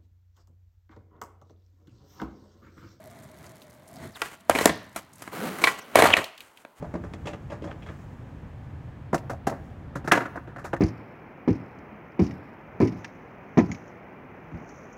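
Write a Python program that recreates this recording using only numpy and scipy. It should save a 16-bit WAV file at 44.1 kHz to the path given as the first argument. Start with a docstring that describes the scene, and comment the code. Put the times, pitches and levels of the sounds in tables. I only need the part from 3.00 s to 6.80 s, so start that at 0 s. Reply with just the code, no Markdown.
"""A concrete driveway in quiet outdoor air, one microphone, two skateboard tricks. First, out in the
open, the board rolls, its tail is popped, it clatters down and the rider lands on it. From 2.32 s,
closer and beside a house: a fast roll, a pop and a flick, then the board crashes, tumbles and scrapes
to rest. The wheels rumble on the rough surface and the shoes rasp. Each blow is a woody knock with
a gritty crunch that sets the deck ringing; the yard answers."""
import sys
import numpy as np
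from scipy import signal
from scipy.io import wavfile

SR = 44100
rng = np.random.default_rng(int(sys.argv[2]) if len(sys.argv) > 2 else 0)


def materialize(psi):
    """Save the field psi as 16-bit PCM at rate SR to the path in sys.argv[1].

    A 1-D psi becomes a single channel; in a 2-D psi each row is a channel.
    """
    bounded = np.clip(np.atleast_2d(psi).T, -1, 1)
    quanta = np.round(bounded * 32767).astype(np.int16)
    wavfile.write(sys.argv[1], SR, quanta)


N = 167580
TIME = np.arange(N) / SR
NEAR_FROM_S = 2.322  # from here the microphone is close to the board, beside the house
CONTACT_RISE_S = 0.00012


def from_db(db):
    return 10 ** (np.asarray(db) / 20)


def rms_one(x):
    return x / np.sqrt(np.mean(x ** 2) + 1e-20)


def energy_one(x):
    return x / np.sqrt(np.sum(x ** 2) + 1e-20)


def level(curve):
    """Gain along a curve of (s, dB)."""
    return from_db(np.interp(TIME, *np.transpose(curve)))


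def swell(s, length_s, db):
    """A bell-shaped gain that peaks at time s."""
    return from_db(db) * np.exp(-((TIME - s) / length_s) ** 2)


def at_hz(points, hz, column=1):
    """Read a column of a spectrum table."""
    points = np.array(points)
    return np.interp(np.log(hz), np.log(points[:, 0]), points[:, column])


def band(x, low, high, order=2):
    """Causal band-pass."""
    return signal.sosfilt(signal.butter(order, [low, high], "band", fs=SR, output="sos"), x + 1e-18)


def resonate(x, hz, width_hz):
    """A resonance with gain 1 at its peak."""
    r = np.exp(-np.pi * width_hz / SR)
    feedback = [1, -2 * r * np.cos(2 * np.pi * hz / SR), r * r]
    return signal.lfilter(np.array([1, 0, -1]) * (1 - r * r) / 2, feedback, x + 1e-18)


def drift(rate_hz):
    """A smooth random wander of rms 1."""
    r = np.exp(-2 * np.pi * rate_hz / SR)
    return rms_one(signal.lfilter([1], [1, -2 * r, r * r], rng.standard_normal(N + SR))[SR:])


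def bands(sources):
    """Half-octave bands taken in turn from two sources: (centre Hz, sound)."""
    edges = 35 * 2 ** np.arange(0, 9.1, .5)
    return [(np.sqrt(low * high), band(sources[k % 2], low, high, order=3))
            for k, (low, high) in enumerate(zip(edges, edges[1:]))]


def coloured(sources, colour):
    """Shape two excitations by a spectrum; rms 1."""
    return rms_one(sum(from_db(at_hz(colour, hz)) * x for hz, x in bands(sources)))


def grains(per_s, spread_db):
    """Tiny random impacts of uneven size, in two unrelated polarities."""
    sizes = from_db(spread_db * np.minimum(rng.exponential(1, N), 4))
    return sizes * (rng.random(N) < per_s / SR) * rng.choice([-1, 1], (2, N))


def add(out, s, sound):
    """Mix a sound in at time s."""
    i = int(s * SR)
    out[i:i + len(sound)] += sound[:N - i]


def at_level(x, db):
    """Scale a short sound to a level taken over 12 ms."""
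    return from_db(db) * np.sqrt(.012 * SR) * energy_one(x)


def crunch(length_s):
    """A contact: a few milliseconds of crushing grit."""
    t = TIME[:SR // 10]
    envelope = (1 - np.exp(-t / CONTACT_RISE_S)) * np.exp(-(t / length_s) ** 1.44)
    return envelope * rng.choice([-1, 1], len(t))


# The air over the driveway. Each row: frequency in Hz, relative level in dB.
AIR_COLOUR = [(24, -44), (40, -2.5), (98, -11.5), (291, -14.5), (627, -2), (845, 12), (1230, -0.5),
              (5160, -20), (15000, -17.5)]


def outdoor_air():
    """A faint, steady hush all around the microphone."""
    return from_db(-64.5) * coloured(rng.standard_normal((2, N)), AIR_COLOUR)


# The yard's echo. Each row: frequency in Hz, gain in dB in the open, gain in dB by the house,
# seconds to fall 60 dB.
YARD = [(120, 1, -20, 0.21), (350, -15, -17.5, 0.34), (800, -14, -7.5, 0.37), (1790, -14, -21, 0.65),
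        (5000, -13, -14.5, 0.44), (7500, -15.5, -5, 0.18), (13900, -33.5, -11.5, .25)]
IN_OPEN, BY_HOUSE, T60 = 1, 2, 3  # its columns


def yard(x, place):
    """Quick scatter from nearby surfaces, then a tail that dies by band, its treble blurred to hiss."""
    t, tail, hiss = TIME[:SR], 0, 0
    delay_s, scatter_s = 0.0098, 0.015
    onset = 1 - np.exp(-t / delay_s)
    for (hz, noise), (_, part) in zip(bands(rng.standard_normal((2, N))), bands([x, x])):
        decay = from_db(-60 * t / at_hz(YARD, hz, T60))
        fade = from_db(at_hz(YARD, hz, place)) * energy_one(onset * decay)
        if hz < 2400:
            tail += noise[:SR] * fade
        else:
            power = np.abs(signal.fftconvolve(part ** 2, fade ** 2)[:N])
            hiss += rms_one(noise) * np.sqrt(power)
    scatter = energy_one(rng.standard_normal(SR) * np.exp(-t / scatter_s) * (t > delay_s))
    return signal.fftconvolve(x, tail + from_db(-16) * scatter)[:N] + hiss


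# Shoes sliding. Each row: peak time in seconds, half-length in seconds, level in dB.
SCUFFS = [(0.454, 0.023, -50.5), (1.168, 0.016, -46), (1.98, 0.019, -39), (1.249, 0.046, -40.5),
          (1.334, 0.022, -45), (1.61, 0.066, -30), (2.255, 0.063, -49), (2.674, 0.062, -34.5),
          (2.789, 0.011, -39.5), (3.442, 0.092, -55.5), (3.602, 0.034, -58), (3.79, 0.026, -55.5)]
# Their rasp. Each row: frequency in Hz, relative level in dB.
SCUFF_COLOUR = [(150, -1.5), (600, 1.5), (1300, 1.5), (2300, -1.5), (4500, -16), (7500, -9), (15000, -18.5)]


def scuffs():
    """Soles rasp on grip tape and concrete in short swells."""
    force = sum(swell(*scuff) for scuff in SCUFFS)
    return force * coloured(grains(per_s=5000, spread_db=4.5), SCUFF_COLOUR)


def sand_cracks():
    """Single grains of sand burst under the wheels, each a tiny puff of noise."""
    burst_s = 0.00074
    hits = np.abs(grains(per_s=180, spread_db=3.3)[0])
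    bursts = signal.lfilter([1], [1, -np.exp(-1 / (burst_s * SR))], hits + 1e-18)
    return rms_one(band(bursts * rng.standard_normal(N), 3300, 14000))


# The hum of the farther roll. Each row: time in seconds, pitch in Hz, relative level in dB.
HUM = [(0, 628.4, 2), (.15, 660, 4.5), (0.272, 624, 0), (.52, 644, -1.5), (0.729, 594, 0.5),
       (0.872, 625, 5.5), (.96, 705, 7), (1.049, 658, -5.5), (1.7, 640, 3), (2.3, 640, -28)]


def wheel_hum():
    """Each of four wheels hums with its own waver and flutter around a shared pitch."""
    s, pitch_hz, db = np.transpose(HUM)
    wheels = 0
    for _ in range(4):
        flutter = 1 + .45 * drift(rate_hz=120)
        pitch = np.interp(TIME, s, pitch_hz) * (1 + .04 * drift(rate_hz=30.54))
        wheels += flutter * np.sin(2 * np.pi * np.cumsum(pitch) / SR)
    return from_db(np.interp(TIME, s, db) - 8) * rms_one(wheels)


# Wheel pressure on the concrete, heard from farther off. 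Each row: time in seconds, level in dB.
FAR_ROLL = [(0, -49), (.5, -48), (.84, -54.5), (.94, -49), (1.04, -37), (1.11, -47), (1.2, -61), (1.3, -62),
            (1.72, -41), (1.9, -52), (2.1, -55.5), (2.31, -49.5)]
# The rumble at that distance. Each row: frequency in Hz, relative level in dB.
FAR_COLOUR = [(40, -36.5), (75, 2.5), (150, 3.5), (250, 0), (460, -9.5), (640, -12), (850, -12),
              (1500, -15), (2100, -13.5), (2800, -28), (4000, -22), (5200, -32.5), (6500, -26),
              (15000, -37.5)]


def far_wheels():
    """Out in the open the wheels rumble over the rough surface, hum and crack grains of sand."""
    pressure = level(FAR_ROLL)
    rumble = coloured(grains(per_s=6600, spread_db=2), FAR_COLOUR)
    rumble *= from_db(-2.5 + drift(rate_hz=33))
    sand_gain = from_db(-64) * rms_one(pressure) ** 0.42  # follows the pressure loosely
    return pressure * (rumble + wheel_hum()) + sand_gain * sand_cracks()


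# The fast roll close to the microphone. Each row: time in seconds, level in dB.
NEAR_ROLL = [(2.32, -37), (2.4, -35.5), (2.46, -31.5), (2.52, -36), (2.57, -39), (2.625, -35.5),
             (2.67, -37), (2.8, -52), (2.92, -47.5), (2.96, -48.5), (3.1, -64.5)]
# The rumble up close. Each row: frequency in Hz, relative level in dB.
NEAR_COLOUR = [(24, -63), (40, -32), (200, -1), (321, -5), (401, 0), (746, -8), (866, -11), (1110, -5.5),
               (2170, -14.5), (5290, -26), (15000, -26.5)]


def near_wheels():
    """Beside the house the wheels rumble over the concrete with a coarser grain."""
    return level(NEAR_ROLL) * coloured(grains(per_s=2600, spread_db=2.5), NEAR_COLOUR)


# Wheels under load. Each row: peak time in seconds, half-length in seconds, centre in Hz, level in dB.
GROWLS = [(1.054, 0.021, 254, -42.5), (2.467, 0.055, 205, -33), (2.63, 0.021, 287, -35.5)]


def growls():
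    """Under the crouching rider the rumble swells in a low resonance."""
    return sum(swell(s, length_s, db) * rms_one(band(rng.standard_normal(N), hz - 48, hz + 48))
               for s, length_s, hz, db in GROWLS)


# Light contacts. Each row: start in seconds, level in dB, centre in Hz.
TAPS = [(.197, -69, 7000), (0.233, -58, 8000), (0.464, -55, 6040), (.618, -54.5, 3650), (.878, -57, 7750),
        (0.966, -56.5, 4830), (1.619, -38.5, 4500), (2.134, -56, 7900), (2.156, -56, 8200),
        (2.195, -59.5, 6400), (2.32, -55, 2000), (2.586, -38.5, 1384), (3.07, -30, 3200),
        (3.242, -36, 3210), (3.378, -50, 3270), (3.405, -44, 2980), (3.573, -53, 2820)]


def taps():
    """Grit, shoes and hardware tap lightly: a pitched rasp with a fine tick on top."""
    out = np.zeros(N)
    for s, db, hz in TAPS:
        rasp = band(crunch(length_s=0.0063), hz / 1.31, hz * 1.31)
        tick = band(crunch(length_s=0.0023), 5500, 17000)
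        add(out, s, at_level(rasp, db) + at_level(tick, db - 8))
    return out


# Brief squeaks. Each row: peak time, swell and fade in seconds, pitch at the peak in Hz,
# fall in Hz per second, level in dB.
SQUEAKS = [(1.159, 0.0087, .008, 3560, 71000, -44.5), (2.82, .008, .008, 5970, 3, -51),
           (3.136, 0.0066, 0.0032, 3032, 3957, -16), (3.1386, 0.0024, .0026, 2650, 129800, -12.5)]


def squeaks():
    """Rubber and the deck's edge stick and slip: rough tones that swell, glide and stop."""
    out = np.zeros(N)
    for s, swell_s, fade_s, hz, fall, db in SQUEAKS:
        t = TIME - s
        glide = np.clip(hz - fall * t, hz / 2, hz * 2)
        pitch = glide * (1 + .055 * drift(rate_hz=500))
        envelope = from_db(db) * np.exp(-np.maximum(-t / swell_s, t / fade_s))
        out += envelope * np.sqrt(2) * np.sin(2 * np.pi * np.cumsum(pitch) / SR)
    return out


# The board rattling and dragging on the driveway. 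Each row: time in seconds, level in dB.
RATTLE = [(1.49, -69), (1.505, -18.5), (1.54, -50), (1.62, -40), (1.65, -40), (1.7, -30), (1.74, -82),
          (2.9, -72), (2.948, -37), (2.97, -16.5), (3.0, -21.5), (3.07, -21.5), (3.12, -24.5), (3.15, -42),
          (3.18, -26.5), (3.22, -35.5), (3.3, -64.5), (3.4, -82.5)]
# Its tone at the microphone. Each row: frequency in Hz, relative level in dB.
RATTLE_COLOUR = [(40, -20.5), (80, 2.5), (160, -3.5), (300, 1), (600, 5), (950, 0), (1300, 0), (2300, -2),
                 (3300, -9.5), (5000, -24), (9000, -21.5), (15000, -33.5)]


def rattle():
    """Dense small knocks as the board chatters along the ground."""
    return level(RATTLE) * coloured(grains(per_s=810, spread_db=1.5), RATTLE_COLOUR)


# Modes of deck and trucks. Each row: frequency in Hz, relative level in dB, seconds to fall 60 dB.
DECK_MODES = [(325, -9.5, 0.11), (453.6, -2, 0.069), (676.5, -5.5, 0.097), (850, -2.5, .05),
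              (920, -2.5, 0.048), (1053, 5, 0.03), (1139, -6, 0.096), (1399, -6, .07), (1608, -7.5, 0.083),
              (1946, -1, 0.053), (2220, -1, 0.034), (2560, -4, 0.023), (3040, -9.5, 0.023),
              (4080, -1.5, .025)]


def deck_ring(favoured_hz):
    """The deck and trucks ring freely; the spot that is struck favours the modes near one pitch."""
    t, modes = TIME[:SR // 10], 0
    boost_db, reach_octaves = 9.5, 0.17
    for k, (hz, db, t60) in enumerate(DECK_MODES):
        favour_db = boost_db * np.exp(-(np.log2(hz / favoured_hz) / reach_octaves) ** 2)
        modes += (-1) ** k * from_db(db + favour_db - 60 * t / t60) * np.sin(2 * np.pi * hz * t)
    return modes * (1 - np.exp(-t / CONTACT_RISE_S))


# Blows on the board, the foreground of both tricks. Each row: start in seconds, levels in dB of thump,
# knock, clack, crack, grit and ring, clack centre in Hz, contact length in seconds, knock pitch in Hz,
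# favoured mode in Hz.
BLOWS = [(1.2176, -58, -51.5, -28.5, -34, -38, -26.5, 2390, 0.0049, 691, 1468),
         (1.4963, -26.5, -13, -21, -34.5, -27, -26, 1313, 0.0041, 619, 1550),
         (1.5505, -27.5, -33, -29, -40, -39, -30.5, 2380, 0.0088, 580, 2210),
         (1.558, -27.5, -31, -28, -46, -48, -25.5, 2260, 0.0027, 590, 450),
         (1.587, -32, -26.5, -28, -37, -36, -24.5, 2020, .0045, 720, 2900),
         (1.61, -28, -32, -48, -57, -36.5, -24.5, 1700, 0.0063, 544, 450),
         (1.6567, -14, -13.5, -19, -22.5, -16.5, -16, 1760, .0022, 586, 439),
         (1.674, -28, -26, -28.5, -52, -42, -52, 2000, .005, 660, 2250),
         (1.6938, -29, -33, -31, -36, -47, -29.5, 1800, 0.0075, 602, 325),
         (1.961, -39, -37, -34, -47.5, -36.5, -36.5, 1184, 0.01, 630, 677),
         (2.221, -44.5, -46.5, -44.5, -52, -45, -54, 1300, 0.0068, 575, 1090),
         (2.276, -42, -41.5, -41.5, -66, -59, -41.5, 1550, 0.0035, 694, 1110),
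         (2.617, -43.5, -40, -40, -44, -41, -35, 1303, 0.012, 708, 2236),
         (2.639, -32.5, -32, -15, -21.5, -31.5, -18.5, 2260, 0.0082, 562, 1095),
         (2.6714, -48, -27.5, -17, -31.5, -36.5, -19.5, 2010, 0.013, 1050, 1940),
         (2.956, -23.5, -10, -21, -28, -23, -17, 984, 0.0035, 608, 2250),
         (2.9885, -23, -15.5, -20.5, -32, -28, -20.5, 1495, 0.013, 608, 445),
         (3.001, -32, -22, -25, -34.5, -38.5, -23, 2020, 0.0059, 699, 1136),
         (3.0221, -26, -14, -17.5, -28, -28, -15.5, 2126, 0.0027, 685, 450),
         (3.038, -23.5, -27, -26, -36, -31, -22.5, 1930, .012, 672, 1135),
         (3.0551, -34, -15.5, -18, -43, -32.5, -20.5, 937, 0.016, 715, 1617),
         (3.138, -31, -23.5, -13.5, -33.5, -44, -24.5, 2320, 0.0027, 650, 2245),
         (3.167, -37.5, -27.5, -21.5, -31, -35.5, -33.5, 1810, 0.012, 634, 1930),
         (3.6498, -48, -45, -46.5, -73.5, -68.5, -53, 1400, 0.0016, 568, 1600)]


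def blows():
    """Each blow flexes the wood, crunches on the concrete and leaves the deck ringing."""
    out, push = np.zeros(N), signal.unit_impulse(SR // 10)
    for (s, thump_db, knock_db, clack_db, crack_db, grit_db, ring_db,
         clack_hz, contact_s, knock_hz, favoured_hz) in BLOWS:
        flexes = [(112, 100, thump_db - 20.5),  # the rider's weight under the thump
                  (248, 218, thump_db), (knock_hz, 290, knock_db)]
        for hz, width_hz, db in flexes:
            flex = resonate(resonate(push, hz, width_hz), hz, width_hz)
            add(out, s, at_level(flex, db))
        clack = band(crunch(contact_s), 970, 2450)
        clack += from_db(7.5) * resonate(clack, clack_hz, width_hz=310)
        crack = band(crunch(contact_s), 2620, 4170)
        grit = band(crunch(contact_s), 5370, 12400)
        add(out, s, at_level(clack, clack_db) + at_level(crack, crack_db) + at_level(grit, grit_db))
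        add(out, s, at_level(deck_ring(favoured_hz), ring_db))
    return out


def scene():
    """Board, wheels and shoes in the open and then close by the house, over quiet outdoor air."""
    board = blows() + rattle() + taps()
    squeal = squeaks()
    to_yard = board + from_db(-13.5) * squeal
    near = TIME > NEAR_FROM_S
    echoes = yard(to_yard * ~near, IN_OPEN) + yard(to_yard * near, BY_HOUSE)
    air = outdoor_air()
    closeness = .5 + .5 * np.tanh((TIME - NEAR_FROM_S) / 0.0091)  # a quick crossfade
    wheels = (1 - closeness) * far_wheels() + closeness * near_wheels() + growls()
    return (air + echoes + scuffs() + wheels + squeal + board)[None]


def record(dry):
    """At the microphone the loudest peaks are rounded; below 25 Hz and above 16 kHz is cut."""
    rounded = dry / (1 + dry ** 4) ** .25
    low_cut = signal.sosfilt(signal.butter(1, 25, "high", fs=SR, output="sos"), rounded)
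    return signal.sosfilt(signal.ellip(10, .1, 70, 16000, fs=SR, output="sos"), low_cut)


dry = scene()
out = record(dry)
materialize(out)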